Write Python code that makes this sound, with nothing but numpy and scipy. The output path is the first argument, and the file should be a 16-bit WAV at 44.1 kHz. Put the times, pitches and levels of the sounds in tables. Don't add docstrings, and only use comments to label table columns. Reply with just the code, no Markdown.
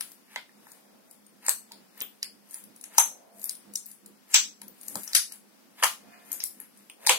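import sys
import numpy as np
from scipy import signal
from scipy.fft import rfft, irfft, next_fast_len
from scipy.io import wavfile
from scipy.ndimage import uniform_filter1d, minimum_filter1d

SR = 44100
rng = np.random.default_rng(int(sys.argv[2]) if len(sys.argv) > 2 else 0)


def invert_db(x):
    u = np.asarray(x, float) / 20
    return 10 ** u


def unload_wav(signal):
    wavfile.write(
        sys.argv[1],
        SR,
        np.round(np.clip(np.atleast_2d(signal).T, -1, 1) * 32767).astype(np.int16),
    )


N = 316638


def on_log(table, hz):
    f, v = np.transpose(table)
    return np.interp(np.log(np.maximum(hz, 1)), np.log(f), v)


def shaped(x, gain):
    n = next_fast_len(x.shape[-1])
    hz = np.arange(n // 2 + 1) * SR / n
    return irfft(rfft(x, n) * gain(hz), n)[..., :x.shape[-1]]


def level(x, db):
    return x * invert_db(db) / np.sqrt(np.mean(x ** 2))


def walk(rate):
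    k = int(SR / rate)
    held = np.repeat(rng.standard_normal(N // k + 1), k)
    slewed = uniform_filter1d(uniform_filter1d(held, k), k)[:N]
    return slewed / slewed.std()


def resonance(hz, width):
    return lambda f: 1 / np.sqrt(1 + ((f ** 2 - hz ** 2) / (np.maximum(f, 1) * width)) ** 2)


def swells(table, rest_db, reach_s=None):
    t = np.arange(N) / SR
    gain = invert_db(rest_db)
    for s, db, *own in table:
        gain = gain + invert_db(db) * np.exp(-((t - s) / (reach_s or own[0])) ** 2)
    return gain


# (frequency [Hz], left minus right [dB])
PORT_COLOUR = [(100, -3.5), (700, -1.5), (1500, .7), (4400, 2), (8000, 4), (15000, 8)]


def ports(x):
    return shaped(x, lambda f: invert_db(np.outer([.5, -.5], on_log(PORT_COLOUR, f))))


# (frequency [Hz], width [Hz], level [dB])
HUM_BODY = [(206, 9.8, -3), (171, 730, -7), (264, 170, -3), (486, 93, -12)]
# (time [s], level [dB])
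HUM_THROBS = [(0.1, -76), (0.62, -65), (0.95, -63), (1.2, -69), (1.37, -65), (1.62, -68), (1.81, -61.5),
              (2.03, -65), (2.33, -61), (2.69, -60), (3.08, -69), (3.38, -61), (3.7, -54.5), (4.09, -57),
              (4.48, -62), (4.68, -55.5), (4.95, -48.5), (5.42, -69), (5.84, -71.5), (6.07, -56),
              (6.33, -57.5), (6.58, -59.5), (6.81, -67.5), (7.14, -66)]
# (time [s], level [dB], reach [s])
TRAFFIC = [
    (0.9, -53.5, 0.32),
    (1.75, -53.5, 0.068),
    (3.2, -48.5, 0.3),
    (5.1, -63.5, 0.31),
    (6.15, -53, 0.38),
    (7.2, -34, 0.15),
]
# (frequency [Hz], level per Hz [dB])
AIR_COLOUR = [(60, -41), (217, 0), (408, -9), (1860, -16), (4000, -19), (5000, -16.5), (6900, -22),
              (15500, -24)]


def town():
    hum_hz = 202.4 * (1 + .015 * walk(9))
    port_phase = np.array([[.5], [-.4]])
    drone = np.sin(2 * np.pi * np.cumsum(hum_hz) / SR + port_phase)
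    body = 0
    for hz, width, db in HUM_BODY:
        noise = rng.standard_normal(N) + 1.1 * rng.standard_normal((2, N))
        body = body + invert_db(db) * level(shaped(noise, lambda f: resonance(hz, width)(f) ** 2), 0)
    hum = level(drone + body, -1.15) * swells(HUM_THROBS, rest_db=-67.5, reach_s=0.058)

    rumble = rng.standard_normal(N) + 11.0 * rng.standard_normal((2, N))
    traffic = level(shaped(rumble, lambda f: resonance(620, 450)(f) ** 2), -11.0)
    traffic = traffic * swells(TRAFFIC, rest_db=-82) * invert_db(0.54 * walk(5))

    air = shaped(rng.standard_normal((2, N)), lambda f: invert_db(on_log(AIR_COLOUR, f)))
    return ports(hum + traffic + level(air, -60.5) * invert_db(1.5 * walk(6)))


# (time of strongest pull [s], strand crackle level [dB], reach [s], wet squelch level [dB])
PULLS = [(0.0, -49.5, 0.097, -61), (0.34, -59, 0.049, -54.5), (0.708, -58, 0.074, -65),
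         (1.12, -62, .03, -85), (1.46, -47, 0.028, -48), (1.998, -56, 0.042, -53),
         (2.551, -46.5, 0.051, -60), (2.951, -52.5, 0.037, -52.5), (3.449, -46, 0.071, -62.5),
         (3.9, -51, 0.034, -67), (4.321, -47, 0.025, -51), (4.88, -52.5, 0.08, -69),
         (4.99, -44.5, 0.1, -60.5), (5.121, -52, 0.049, -56), (5.33, -50, 0.032, -58),
         (5.8, -51, 0.028, -48.5), (6.15, -76, 0.076, -59), (6.33, -49.5, 0.064, -56),
         (6.449, -54.5, 0.12, -70), (6.617, -75.5, 0.049, -63.5), (6.799, -63.5, 0.049, -71),
         (7.05, -51.5, 0.037, -50)]


def snapping_strands():
    chance, size, sign = rng.random((3, N))
    loudness = invert_db(np.minimum(-3.5 * np.log(size + 1e-9), 14))
    return (chance < 1500 / SR) * loudness * np.sign(sign - .5)


def peel():
    sharp = level(shaped(snapping_strands(), lambda f: resonance(10500, 9000)(f) ** 2), 0)
    sharp = sharp * swells(PULLS, rest_db=-71)
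    sucks = [(s, db, reach_s) for s, _, reach_s, db in PULLS]
    dull = level(shaped(snapping_strands(), lambda f: resonance(1500, 3000)(f) ** 2), 0)
    dull = dull * swells(sucks, rest_db=-79)
    return np.outer(invert_db(np.array([3.0, -3.0])), invert_db(-4.0) * sharp) + invert_db(-3.0) * dull


# (time [s], extra lag [samples])
HAND_PATH = [
    (0, 3),
    (1.5, 1),
    (2.2, 4),
    (3.8, 4),
    (4.34, 2),
    (4.9, 4),
    (5.3, 4),
    (5.8, 0),
    (7.2, 0),
]


def pops(table, tear_s, rough, glide, crack_db, gain_db, cut_hz, give_s=0.0009):
    lead, span = 1792, 2048
    out = np.zeros((2, N + 3 * span))
    t = np.arange(span // 2) / SR
    ragged = rng.standard_normal((len(table), 2, span))
    age = (np.arange(span) - lead) / SR
    creak = invert_db(-14) * np.exp(-np.abs(age) / 0.001) + invert_db(-46) * np.exp(-np.abs(age) / 0.013)
    effort = np.where(age < 0, creak, np.exp(-np.abs(age) / tear_s))
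    places = 1.2 * ragged[:, 0, 0]
    for (s, db, hz, cycles), noise, place_db in zip(table, ragged, places):
        fade = np.exp(-t * hz / max(cycles, .3))
        ring = fade * np.sin(2 * np.pi * hz * t * (1 - glide * fade))
        apart = 0.6 * min(hz / 2500, 1) * np.outer([1, -1], noise[1])
        push = rough * effort * (noise[0] + apart) + (age == 0)
        pop = signal.fftconvolve(push, ring[None], axes=1)
        pop = pop / np.abs(pop).max()
        pop[:, 1:span] += invert_db(crack_db) * (push[:, 1:] - 2.2 * push[:, :-1])
        pop[0] = np.roll(pop[0], round(np.interp(s, *np.transpose(HAND_PATH))))
        tilt_db = (on_log(PORT_COLOUR, hz) + place_db) * np.array([[.5], [-.5]])
        i = int((s + give_s) * SR)
        out[:, i:i + pop.shape[1]] += pop * invert_db(db + gain_db + tilt_db)
    high = signal.butter(4, cut_hz, "high", fs=SR, output="sos")
    return signal.sosfilt(high, out[:, lead:lead + N])


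# (time [s], peak level [dB], pitch [Hz], ring [cycles])
HOLLOWS = [(0.008, -38, 1360, 1.3), (0.36, -25.5, 1510, 4), (0.36, -25, 2080, 5), (0.36, -40, 980, 6.5),
           (0.492, -46.5, 1850, 5), (0.668, -38.5, 1650, 0.82), (1.483, -16.5, 1806, 3),
           (1.483, -26.5, 1130, 1.2), (1.71, -48.5, 920, 8.4), (2.014, -40.5, 1270, 1.3),
           (2.226, -47, 1950, 3.4), (2.839, -43.5, 2560, 2.7), (2.981, -10, 940, 2.4),
           (2.982, -14.5, 1370, 1.5), (4.336, -26, 2460, 2.7), (4.344, -22.5, 1470, 2.5),
           (4.343, -31, 1960, 3), (4.344, -28.5, 937, 3.7), (4.618, -50, 932, 6.3),
           (4.955, -22.5, 1100, 0.28), (5.075, -40, 1460, 5.5), (5.148, -25, 1470, 1.7),
           (5.826, -12, 1138, 3.2), (5.83, -13.5, 1800, 1.5), (5.8315, -17, 1000, 2.5),
           (5.838, -7.5, 1370, 2), (5.8435, -16.5, 1140, 2.2), (6.432, -37.5, 2030, 3),
           (6.599, -39, 1770, 3.6), (6.898, -31.5, 2600, 1.6), (7.049, -48, 1850, 1.7),
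           (7.07, -17, 895, 1.85), (7.093, -21, 2060, 2), (7.093, -10.5, 930, 0.98),
           (7.1005, -13, 940, 1.2)]


def gulps():
    return pops(HOLLOWS, tear_s=0.0009, rough=0.23, glide=0.0091, crack_db=-41.0, gain_db=0.0, cut_hz=520)


# (time [s], peak level [dB], pitch [Hz], ring [cycles])
BEADS = [(0.0084, -26.5, 4950, 0.67), (0.3591, -22.5, 3150, 0.23), (1.4651, -30, 4580, 0.57),
         (1.4825, -40, 6280, 0.61), (1.492, -25, 3440, 0.36), (1.7185, -37.5, 4700, 1.1),
         (2.0123, -26.5, 3140, 1.2), (2.2283, -18, 4890, 1.37), (2.5411, -40, 6200, 0.27),
         (2.8399, -29, 6430, 0.48), (2.9821, -3, 6360, 3.76), (2.9821, -14, 7200, 2.4),
         (3.494, -29, 5500, 2.9), (3.7559, -26.5, 6840, 2.4), (4.343, -0.5, 6420, 1.1),
         (4.343, -11.5, 2940, 0.58), (4.6169, -34, 5620, 0.34), (4.8818, -41, 7000, 1.9),
         (4.9556, -32.5, 4800, 1.7), (5.033, -35, 7160, 0.43), (5.0764, -30, 5750, 2.2),
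         (5.1322, -23, 4450, 1.2), (5.1497, -0.5, 5070, 1.5), (5.3204, -34.5, 6430, 0.67),
         (5.827, -18.5, 3300, 1.4), (5.8365, -7, 4880, 0.87), (5.836, -20.5, 2970, 1.7),
         (5.8435, -17, 2800, 2.2), (6.317, -31, 6770, 3.7), (6.4028, -27, 5520, 2.4),
         (7.0509, -42, 2620, 1.6), (7.0654, -15.5, 5500, 0.58), (7.0703, -10.5, 4400, 0.9),
         (7.0931, -3, 2730, 0.55)]


def snaps():
    return pops(BEADS, tear_s=0.0003, rough=0.2, glide=0.019, crack_db=-33.5, gain_db=9.0, cut_hz=1360)


def burst_films(table):
    return pops(table, tear_s=0.00017, rough=0.42, glide=0.043, crack_db=-11.5, gain_db=11.0, cut_hz=4160)


# (time [s], peak level [dB], pitch [Hz], ring [cycles])
RIPPED_FILMS = [(0.0084, -20.5, 10700, 1.34), (0.3591, -37, 5400, 1.25), (1.4824, -16, 7670, 3),
                (1.4925, -13.5, 8730, 1.1), (2.0043, -23.5, 9650, 1.35), (2.0178, -26, 14600, 13),
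                (2.2283, -24, 10500, 1.45), (2.5426, -26, 10480, 6.1), (2.8389, -32.5, 10900, 2.5),
                (2.9813, -7, 8740, 2.07), (3.4411, -18.5, 12700, 1.6), (3.4935, -14, 11400, 0.35),
                (3.7554, -19, 7560, 2.2), (4.3425, -4, 7400, 2.9), (4.8823, -23.5, 10900, 1.3),
                (4.9546, -16.5, 14400, 1.2), (5.033, -30, 12100, 2.7), (5.1494, 2, 9150, 0.6),
                (5.8244, -24, 10400, 3), (5.8321, -17.5, 11500, 0.95), (5.8424, -5, 9900, 0.87),
                (6.317, -22.5, 13400, 2.7), (6.3285, -21, 12600, 1.6), (6.4378, -17, 10070, 5.16),
                (6.6009, -33.5, 11190, 5.7), (7.0658, -17, 8670, 1.9), (7.0703, -12.5, 9100, 1.8),
                (7.0943, 0, 10000, 0.48)]


def rips():
    return burst_films(RIPPED_FILMS)


# (delay [s], left level [dB], right level [dB])
FIRST_ECHOES = [
    (.00045, -14.5, -14),
    (.00105, -6, -9.5),
    (.0023, -7, -11),
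    (.0040, -12.5, -10.5),
    (.0060, -19.5, -16),
    (.0150, -13, -15.5),
]


def near():
    response = np.zeros((2, 2048))
    response[:, 0] = 1
    smear = rng.standard_normal((len(FIRST_ECHOES), 3, 256))
    for (s, *db), rough in zip(FIRST_ECHOES, smear):
        spread = (rough[0] + .5 * rough[1:]) * np.exp(-np.arange(256) / (.3 * s * SR))
        spread[:, 0] += 400 / (s * SR)
        spread = spread / np.linalg.norm(spread, axis=1, keepdims=True)
        i = int(s * SR)
        response[:, i:i + 256] += invert_db(np.array(db))[:, None] * spread
    response[0] = np.roll(response[0], 4)
    return response


# (frequency [Hz], time to fall 60 dB [s])
ROOM_DECAY = [(300, 0.21), (800, 0.19), (2100, 0.21), (5500, 0.27), (14600, 0.23)]


def room():
    start_s, fill_s = 0.0017, 0.0068
    t = np.arange(SR // 3) / SR
    tail = 0
    for hz in 200 * 2 ** np.arange(0, 6.6, .5):
        noise = rng.standard_normal((2, len(t)))
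        mid, side = shaped(noise, lambda f: np.exp(-(np.log2(np.maximum(f, 1) / hz) / 0.53) ** 2))
        both = mid + min(hz / 1800, 1) * np.outer([1, -1], side)
        tail = tail + both * invert_db(-60 * t / on_log(ROOM_DECAY, hz))
    tail = tail * (1 - np.exp(-np.maximum(t - start_s, 0) / fill_s))
    return ports(tail * invert_db(-4) / np.sqrt(np.sum(tail ** 2) / 2))


# (time [s], peak level [dB], pitch [Hz])
SURFACE_FILMS = [(0.117, -40, 12900), (0.7168, -41, 9500), (1.11, -42.5, 10500), (1.264, -48.5, 9000),
                 (1.463, -25.5, 8760), (1.7185, -40, 10200), (1.976, -45.5, 15800), (2.5083, -41, 8830),
                 (2.638, -40.5, 11300), (2.761, -40.5, 10500), (2.8105, -37.5, 10300),
                 (3.394, -44.5, 12500), (3.4145, -37, 13000), (3.43, -38, 12500), (3.455, -32, 13300),
                 (3.551, -38, 9900), (3.736, -34.5, 10800), (3.8573, -39, 11800), (3.913, -38.5, 10770),
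                 (4.0597, -36.5, 11020), (4.6152, -35.5, 10850), (4.68, -40, 14500), (4.8113, -40.5, 9500),
                 (4.831, -39.5, 11600), (5.0385, -34, 10900), (5.0762, -37, 10600), (5.132, -31, 8860),
                 (5.3215, -31, 10700), (6.773, -47.5, 10330), (6.897, -42, 9160)]


def ticks():
    table = [(*tick, 7.4) for tick in SURFACE_FILMS]
    return pops(table, tear_s=0.0016, rough=0.66, glide=0.012, crack_db=-11.0, gain_db=6.5, cut_hz=3300)


# (time [s], peak level [dB], pitch [Hz], ring [cycles])
SLAPS = [(2.013, -28, 421, 4), (3.749, -52, 180, 2.5), (4.958, -21.5, 201, 3.3), (5.148, -51, 456, 2.2),
         (7.101, -9, 518, 5.3), (4.956, -21, 300, 2), (5.149, -27, 269, .6), (5.832, -25, 638, 2.7),
         (0.36, -38, 440, 2.5), (1.483, -33, 506, 2.9), (4.344, -51, 503, 1.9), (4.96, -25.5, 495, 3.2),
         (5.83, -26, 523, 3.4)]


def thuds():
    return pops(SLAPS, tear_s=0.0024, rough=0.3, glide=0.022, crack_db=-56.5, gain_db=-15.0, cut_hz=63)


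# (time [s], peak level [dB], pitch [Hz], ring
DROPLETS = [
    (1.493, -8.5, 10950, 2.8),
    (2.077, -59, 15500, 2.2),
    (2.983, -8.5, 11040, 1.3),
    (3.7568, -11, 10960, 0.35),
    (3.863, -33, 15100, 3),
    (4.3385, -25.5, 12570, 0.9),
    (5.8344, -14.5, 12200, 0.85),
    (6.4376, -19.5, 12780, 2.3),
    (7.065, -23.5, 13900, 2.1),
]


def spray():
    return burst_films(DROPLETS)


# (time [s], pitch [Hz], level [dB])
MOTOR = [
    (3.08, 760, -88),
    (3.14, 745, -61),
    (3.27, 690, -68.5),
    (3.39, 660, -61.5),
    (3.45, 655, -88),
]


def whine():
    s, hz, db = np.transpose(MOTOR)
    t = np.arange(N) / SR
    pitch_hz = np.interp(t, s, hz) * (1 + .012 * walk(40))
    turn = 2 * np.pi * np.cumsum(pitch_hz) / SR
    return invert_db(np.interp(t, s, db, -140, -140) + 3 * walk(30)) * np.sin(turn)


# (multiple of 350 Hz, level [dB])
HORN_PARTIALS = [(1, -25), (2, 1), (3, -3), (4, -5), (5, -3), (6, -1), (7, -6)]


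def horn():
    on_s, off_s, edge_s = 6.03, 6.36, .14
    turn = 2 * np.pi * np.cumsum(350 * (1 + .006 * walk(60))) / SR
    tone = 0
    for k, db in HORN_PARTIALS:
        phase = rng.random((2, 1)) * 2 * np.pi
        tone = tone + invert_db(db + 4 * walk(40)) * np.sin(k * turn + phase)
    t = np.arange(N) / SR
    gate = np.clip(np.minimum(t - on_s, off_s - t) / edge_s + .5, 0, 1)
    return level(tone, -61) * gate


# (films [dB], pockets [dB], hollows [dB])
WALL_DB = (1.5, 3.5, 2)


def scene():
    films = rips() + spray() + ticks()
    pockets = snaps() + peel()
    hollows = gulps() + thuds()
    close = signal.fftconvolve(films + pockets + hollows, near(), axes=1)[:, :N]
    walls = 0
    for x, db in zip((films, pockets, hollows), WALL_DB):
        source = x.mean(axis=0, keepdims=True)
        walls = walls + signal.fftconvolve(source, room(), axes=1)[:, :N] * invert_db(db)
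    return close + walls + town() + whine() + horn()


def limit(x, top, hold_s):
    k = int(hold_s * SR)
    dip = np.minimum(top / (np.abs(x).max(axis=0) + 1e-9), 1)
    dip = minimum_filter1d(dip, 2 * k + 1)
    return x * uniform_filter1d(dip, k)


def starve(x, below_db, scatter_db, thin_db):
    hz, _, spec = signal.stft(x, SR, nperseg=1024)
    band = np.arange(len(hz)) // 8
    power = np.add.reduceat(np.abs(spec) ** 2, np.arange(0, len(hz), 8), axis=1) / 8 + 1e-20
    both = power.sum(axis=0)
    around = uniform_filter1d(both, size=9, axis=0)
    luck = uniform_filter1d(rng.standard_normal(both.shape), size=5, axis=1)
    weak_band = 10 * np.log10(both / around) + scatter_db * luck < -below_db
    weak_line = np.abs(spec) < invert_db(thin_db) * np.sqrt(power[:, band])
    frame = both[6:45].sum(axis=0)
    steady = minimum_filter1d(1 * (frame < 4 * np.roll(frame, 2)), size=3) > 0
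    empty = (weak_band[band] | (weak_line & steady)) & (hz[:, None] > 2600)
    return signal.istft(np.where(empty, invert_db(-26), 1) * spec, SR, nperseg=1024)[1][:, :N]


def band_limit(x):
    return signal.sosfilt(signal.butter(12, 16370, fs=SR, output="sos"), x)


def record(dry):
    limited = limit(dry, top=1.15, hold_s=.0005)
    thin = signal.sosfilt(signal.butter(2, 130, "high", fs=SR, output="sos"), limited)
    dull = signal.sosfilt(signal.ellip(10, .3, 60, 15900, fs=SR, output="sos"), thin)
    mix = starve(dull, below_db=5.5, scatter_db=7.5, thin_db=-2.5)
    return band_limit(mix)


dry = scene()
out = record(dry)
unload_wav(out)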